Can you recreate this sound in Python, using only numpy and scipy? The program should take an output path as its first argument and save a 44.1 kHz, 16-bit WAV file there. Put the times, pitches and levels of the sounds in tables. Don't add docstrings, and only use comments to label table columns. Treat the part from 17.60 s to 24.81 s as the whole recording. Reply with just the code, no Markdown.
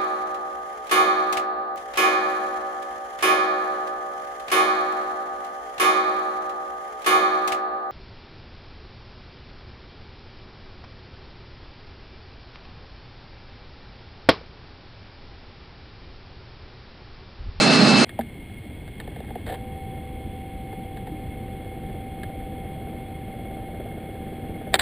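import sys
import numpy as np
from scipy import signal
from scipy.fft import rfft, irfft, next_fast_len
from scipy.io import wavfile
from scipy.ndimage import map_coordinates

SR = 44100
rng = np.random.default_rng(int(sys.argv[2]) if len(sys.argv) > 2 else 0)


def store_pcm(level_fs):
    pcm = np.round(np.clip(level_fs, -1, 1) * 32767).astype(np.int16)
    wavfile.write(sys.argv[1], SR, np.atleast_2d(pcm).T)


N = 317961

# freq_hz, density_db
EXHAUST_SPECTRUM = [(30, -49), (65, -30), (110, -16), (170, -5.5), (235, 0), (330, -8.5), (550, -13.5),
                    (630, -8), (710, -17), (820, -11), (930, -20.5), (1500, -77), (6000, -110)]
# freq_hz, density_db
RUSH_SPECTRUM = [(500, -40), (1000, 1), (1250, 4.5), (1800, -1.5), (2150, -1), (3400, -4), (3900, -2.5),
                 (4200, 4), (4500, -2), (4900, -0.5), (5300, -7), (7600, -14.5), (9000, -15.5),
                 (11000, -34.5), (11400, -90)]
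# level_db, wander_hz, swing_at_s, swing_db
FAN_TONES = [(-26.5, 7.6, 0.23, -14), (-29.5, 9.6, 0.24, 2)]
# pitch_hz, level_db, wander_hz
COMPRESSOR_TONES = [(2180, -42, 8), (2672, -38, 5), (3483, -45, 8), (3758, -45, 8), (4985, -41, 14)]
# freq_hz, correlation
JET_COHERENCE = [(60, 0.96), (180, 1), (550, 0.88), (1650, 0.65), (4970, 0.89), (15000, 1)]
# freq_hz, left_minus_right_db
JET_BALANCE = [(700, -4.5), (1300, -0.5), (2400, 0.5)]
# freq_hz, density_db
ROTOR_SPECTRUM = [(20, -17), (60, 0.5), (200, -3.5), (450, -0.5), (700, -3.5), (820, -8), (950, -26.5),
                  (1800, -19), (2500, -61), (5000, -100)]
TAIL_HARMONICS = [-6.5, -23, -5.5, -5.5, -34]
# start_s, snap_db, knock_db
FINGER_TAPS = [(0.493, -31.5, -47), (0.59, -32, -11), (0.61, -32.5, -30), (1.278, -40, -40),
               (1.401, -29.5, -45), (1.475, -40, -30), (1.561, -41, -30), (1.603, -41, -29.5),
               (1.705, -45, -26), (1.755, -42, -22), (3.128, -43, -23.5), (3.371, -37, -28.5),
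               (3.471, -37.5, -26.5), (4.633, -30.5, -40), (7.141, -6.5, -14), (7.153, -14.5, -18)]
# start_s, length_s, snap_db, knock_db
FINGER_RUBS = [(1.857, 0.104, -39.5, -33), (7.129, 0.014, -28, -36), (7.187, .03, -19.5, -31)]
# start_s, end_s, snap_db, knock_db
GRIP_SHIFTS = [(0.651, 5.5, -47.5, -42), (1.399, 1.82, -48, -40.5)]
# freq_hz, density_db
SNAP_SPECTRUM = [(300, -17.5), (650, -2.5), (1200, -24), (1700, 7), (2400, -1.5), (3000, -11), (3700, -2.5),
                 (4700, -8.5), (6000, -30.5)]
# pitch_hz, width_hz, relative_db
BRIGHT_MODES = [(600, 150, -0.5), (1760, 280, 7.5), (3420, 650, -7)]
# pitch_hz, width_hz, relative_db
LOW_MODES = [(234, 17, -9), (373, 37, 1.5), (468, 58, 2), (768, 92, 3)]
# start_s, pitch_hz, level_db, t60_s
MOUNT_THUDS = [(0.593, 231, -20.5, 0.17), (3.519, 313, -24.5, 0.12), (7.143, 196, -28, 0.078)]
# freq_hz, density_db
BOOM_SPECTRUM = [(12, -17), (24, -23), (33, 3), (62, 2), (90, 3), (200, -61), (1000, -100)]
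# freq_hz, density_db
RUMBLE_SPECTRUM = [(40, -8), (75, -2.5), (105, 1), (140, -2), (190, -2.5), (290, -6.5), (400, -11.5),
                   (620, -22), (790, -16.5), (870, -26.5), (1300, -36.5), (4000, -100)]
# freq_hz, density_db
HISS_SPECTRUM = [(300, -30), (900, 3.5), (1250, -3.5), (1800, 5.5), (2900, 3), (3700, -11), (4200, -3),
                 (4600, -14), (6000, -32)]
# pitch_hz, width_hz, relative_db
HISS_BANDS = [(2160, 100, -2.5), (3317, 270, -12.5)]
# pitch_hz, level_db, wander_hz
HUM_TONES = [(500, -49.5, .4), (775.2, -43.7, .15)]

CUT_S = 0.448
FAN_HZ = (2638, 4172)


def jet_exhaust(roar_db=-16.5, rush_db=-20, sizzle_hz=5600):
    roar = amp(roar_db + 0.59 * wobble(33)) * jet_noise(EXHAUST_SPECTRUM)
    rush = amp(rush_db + wobble(40)) * jet_noise(RUSH_SPECTRUM)
    sizzle = filtered(rush, lambda hz: hz > sizzle_hz)
    flicker = amp(2.6 * wobble(44.5))
    return roar + rush + sizzle * (flicker - 1)


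def jet_turbine(flutter_db=2, swing_s=0.036):
    whine = np.zeros(N)
    for hz, (db, wander_hz, at_s, swing_db) in zip(FAN_HZ, FAN_TONES):
        swing = np.exp(-((clock() - at_s) / swing_s) ** 2)
        level_db = db + swing_db * swing + flutter_db * wobble(59.5)
        whine += amp(level_db) * tone(hz + wander_hz * wobble(163))
    for hz, db, wander_hz in COMPRESSOR_TONES:
        whine += amp(db + flutter_db * wobble(15)) * tone(hz + wander_hz * wobble(124))
    return whine


def jet_noise(spectrum):
    width = lambda hz: np.arccos(np.clip(along(JET_COHERENCE, hz), 0, 1)) / 2
    mid = filtered(noise(spectrum), lambda hz: np.cos(width(hz)))
    side = filtered(noise(spectrum), lambda hz: np.sin(width(hz)))
    return unit(np.array([mid + side, mid - side]))


def helicopter(near_db=-38.5, near_s=7.46, rise_db_per_s=2.5):
    rotors = main_rotor() + amp(-1) * tail_rotor()
    level_db = near_db - rise_db_per_s * np.maximum(near_s - clock(), 0)
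    return amp(level_db + 0.67 * wobble(3.07)) * rotors


def main_rotor(blade_hz=17.25, smear_t60_s=0.13, softest_s=5.55, cycle_s=0.945):
    passes = np.cumsum(blade_hz + 0.022 * wobble(1.52)) / SR
    beats = np.diff(np.floor(passes), prepend=0) * amp(3.1 * wobble(13))
    t = np.arange(SR // 12) / SR
    scatter = rfft(rng.standard_normal(len(t)) * amp(-60 * t / smear_t60_s))
    slaps = unit(convolved(beats, irfft(scatter / np.abs(scatter))))
    slaps *= amp(-0.5 * np.cos(2 * np.pi * (clock() - softest_s) / cycle_s))
    swish = unit(rng.standard_normal(N) * amp(-8 * (passes % 1)))
    return unit(filtered(slaps + swish, lambda hz: amp(along(ROTOR_SPECTRUM, hz))))


def tail_rotor(blade_hz=79.5):
    pitch_hz = blade_hz + 0.25 * wobble(3)
    return sum(amp(db + 0.78 * wobble(5.3)) * tone(k * pitch_hz)
               for k, db in enumerate(TAIL_HARMONICS, 1))


def finger_contacts(tap_t60_s=0.035, rub_ramp_s=0.0085, grit_db=3):
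    t = clock()
    friction, pushes = np.zeros((2, 2, N))
    brushes = [(s, snap_db, knock_db) for start_s, end_s, snap_db, knock_db in GRIP_SHIFTS
               for s in rng.uniform(start_s, end_s, size=12)]
    for start_s, snap_db, knock_db in FINGER_TAPS + brushes:
        strength = amp([snap_db, knock_db])
        decay = (t >= start_s) * amp(-60 * np.clip(t - start_s, 0, 0.5) / tap_t60_s)
        friction += np.outer(strength, decay)
        pushes[:, round(start_s * SR)] += strength
    for start_s, length_s, snap_db, knock_db in FINGER_RUBS:
        stroke = np.clip(np.minimum(t - start_s, start_s + length_s - t) / rub_ramp_s, 0, 1)
        grit = unit(amp(grit_db * wobble(390)))
        friction += np.outer(amp([snap_db, knock_db]), stroke * grit)
    return friction, pushes


def case_handling(soft_hz=860):
    friction, (hard_push, soft_push) = finger_contacts()
    hard_slips, soft_slips = friction * np.sign(rng.standard_normal((2, N)))
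    hz = np.fft.rfftfreq(8192, 1 / SR)
    shell = irfft(resonances(BRIGHT_MODES, hz) / (1 + 1j * hz / 9000) ** 2)
    soft_finger = signal.butter(6, soft_hz, fs=SR, output="sos")
    body = signal.sosfilt(soft_finger, irfft(resonances(LOW_MODES, hz)))
    edge = (friction[0] / friction[0].max() + 1e-9) ** 0.33
    snap = convolved(1.01 * edge * hard_slips, impulse(SNAP_SPECTRUM))
    ring = convolved(0.76 * hard_slips + 3.4 * hard_push, shell)
    knock = convolved(0.72 * soft_slips + 3 * soft_push, body)
    return snap + ring + knock


def mount_thuds(attack_s=0.0014):
    thuds = np.zeros(N)
    for start_s, hz, db, t60_s in MOUNT_THUDS:
        age_s = since(start_s)
        envelope = amp(db - 60 * age_s / t60_s) * (1 - np.exp(-age_s / attack_s))
        thuds += envelope * np.sin(2 * np.pi * hz * age_s)
    return thuds


def far_engines(boom_db=-39, rumble_db=-37, built_up_s=1.74):
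    early_s = np.maximum(built_up_s - clock(), 0)
    boom_gain = amp(boom_db - 8 * early_s - 0.87 * since(built_up_s))
    rumble_gain = amp(rumble_db - 4 * early_s + 0.8 * wobble(9))
    return boom_gain * noise(BOOM_SPECTRUM) + rumble_gain * noise(RUMBLE_SPECTRUM)


def camera_hiss(hiss_db=-56, ring_db=-53):
    bands = lambda hz: sum(amp(db) * np.abs(resonances([(pitch, width, 0)], hz)) ** 2
                           for pitch, width, db in HISS_BANDS)
    ringing = unit(filtered(rng.standard_normal(N), bands))
    return amp(hiss_db) * noise(HISS_SPECTRUM) + amp(ring_db) * ringing


def camera_hum(start_s=1.86, attack_s=0.026, sag_from_s=4.7, sag_db_per_s=0.74):
    envelope = np.minimum(since(start_s) / attack_s, 1) * amp(-sag_db_per_s * since(sag_from_s))
    return envelope * sum(amp(db + 1.1 * wobble(4)) * tone(hz + wander_hz * wobble(6))
                          for hz, db, wander_hz in HUM_TONES)


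def sample_and_hold(x, rate_hz=12000):
    narrow = filtered(x, lambda hz: hz < rate_hz / 2)
    slope = filtered(narrow, lambda hz: 1j * hz)
    mirrored = slope * 2 * np.cos(2 * np.pi * rate_hz * clock())
    return narrow + filtered(mirrored, lambda hz: 1 / (1j * np.maximum(hz, rate_hz / 2)))


def amp(db):
    return 10 ** (np.asarray(db) / 20)


def unit(x):
    return x / np.sqrt(np.mean(x ** 2) + 1e-20)


def clock():
    return np.arange(N) / SR


def since(start_s):
    return np.maximum(clock() - start_s, 0)


def along(points, hz):
    freqs, values = np.transpose(points)
    return np.interp(np.log(hz + 1), np.log(freqs + 1), values)


def wobble(rate_hz):
    return map_coordinates(rng.standard_normal(int(N * rate_hz / SR) + 4), [clock() * rate_hz])


def filtered(x, response):
    size = next_fast_len(N + SR // 2)
    return irfft(rfft(x, size) * response(np.fft.rfftfreq(size, 1 / SR)), size)[..., :N]


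def convolved(x, pulse):
    return signal.fftconvolve(x, pulse / np.linalg.norm(pulse))[:N]


def noise(spectrum):
    return unit(filtered(rng.standard_normal(N), lambda hz: amp(along(spectrum, hz))))


def resonances(modes, hz):
    return sum((-1) ** k * amp(db) * 1j * hz * width / (pitch ** 2 - hz ** 2 + 1j * hz * width)
               for k, (pitch, width, db) in enumerate(modes))


def impulse(spectrum, size=4096):
    cepstrum = irfft(np.log(amp(along(spectrum, np.fft.rfftfreq(size, 1 / SR)))))
    cepstrum[1:size // 2] *= 2
    cepstrum[size // 2 + 1:] = 0
    return irfft(np.exp(rfft(cepstrum)))


def tone(hz):
    return np.sqrt(2) * np.sin(2 * np.pi * (np.cumsum(hz) / SR + rng.random()))


def scene():
    distant = far_engines() + helicopter()
    close = camera_hiss() + camera_hum() + case_handling() + mount_thuds()
    airfield = sample_and_hold(distant + close)
    balance = lambda hz: amp(np.outer([0.5, -0.5], along(JET_BALANCE, hz)))
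    runway = filtered(jet_exhaust() + jet_turbine(), balance)
    cut_out = np.clip((CUT_S - clock()) / 0.00081, 0, 1)
    cut_in = np.minimum(since(CUT_S) / 0.0069, 1) ** 2
    return runway * cut_out + airfield * cut_in


def record(dry, top_hz=15500):
    return filtered(dry, lambda hz: hz < top_hz)


dry = scene()
out = record(dry)
store_pcm(out)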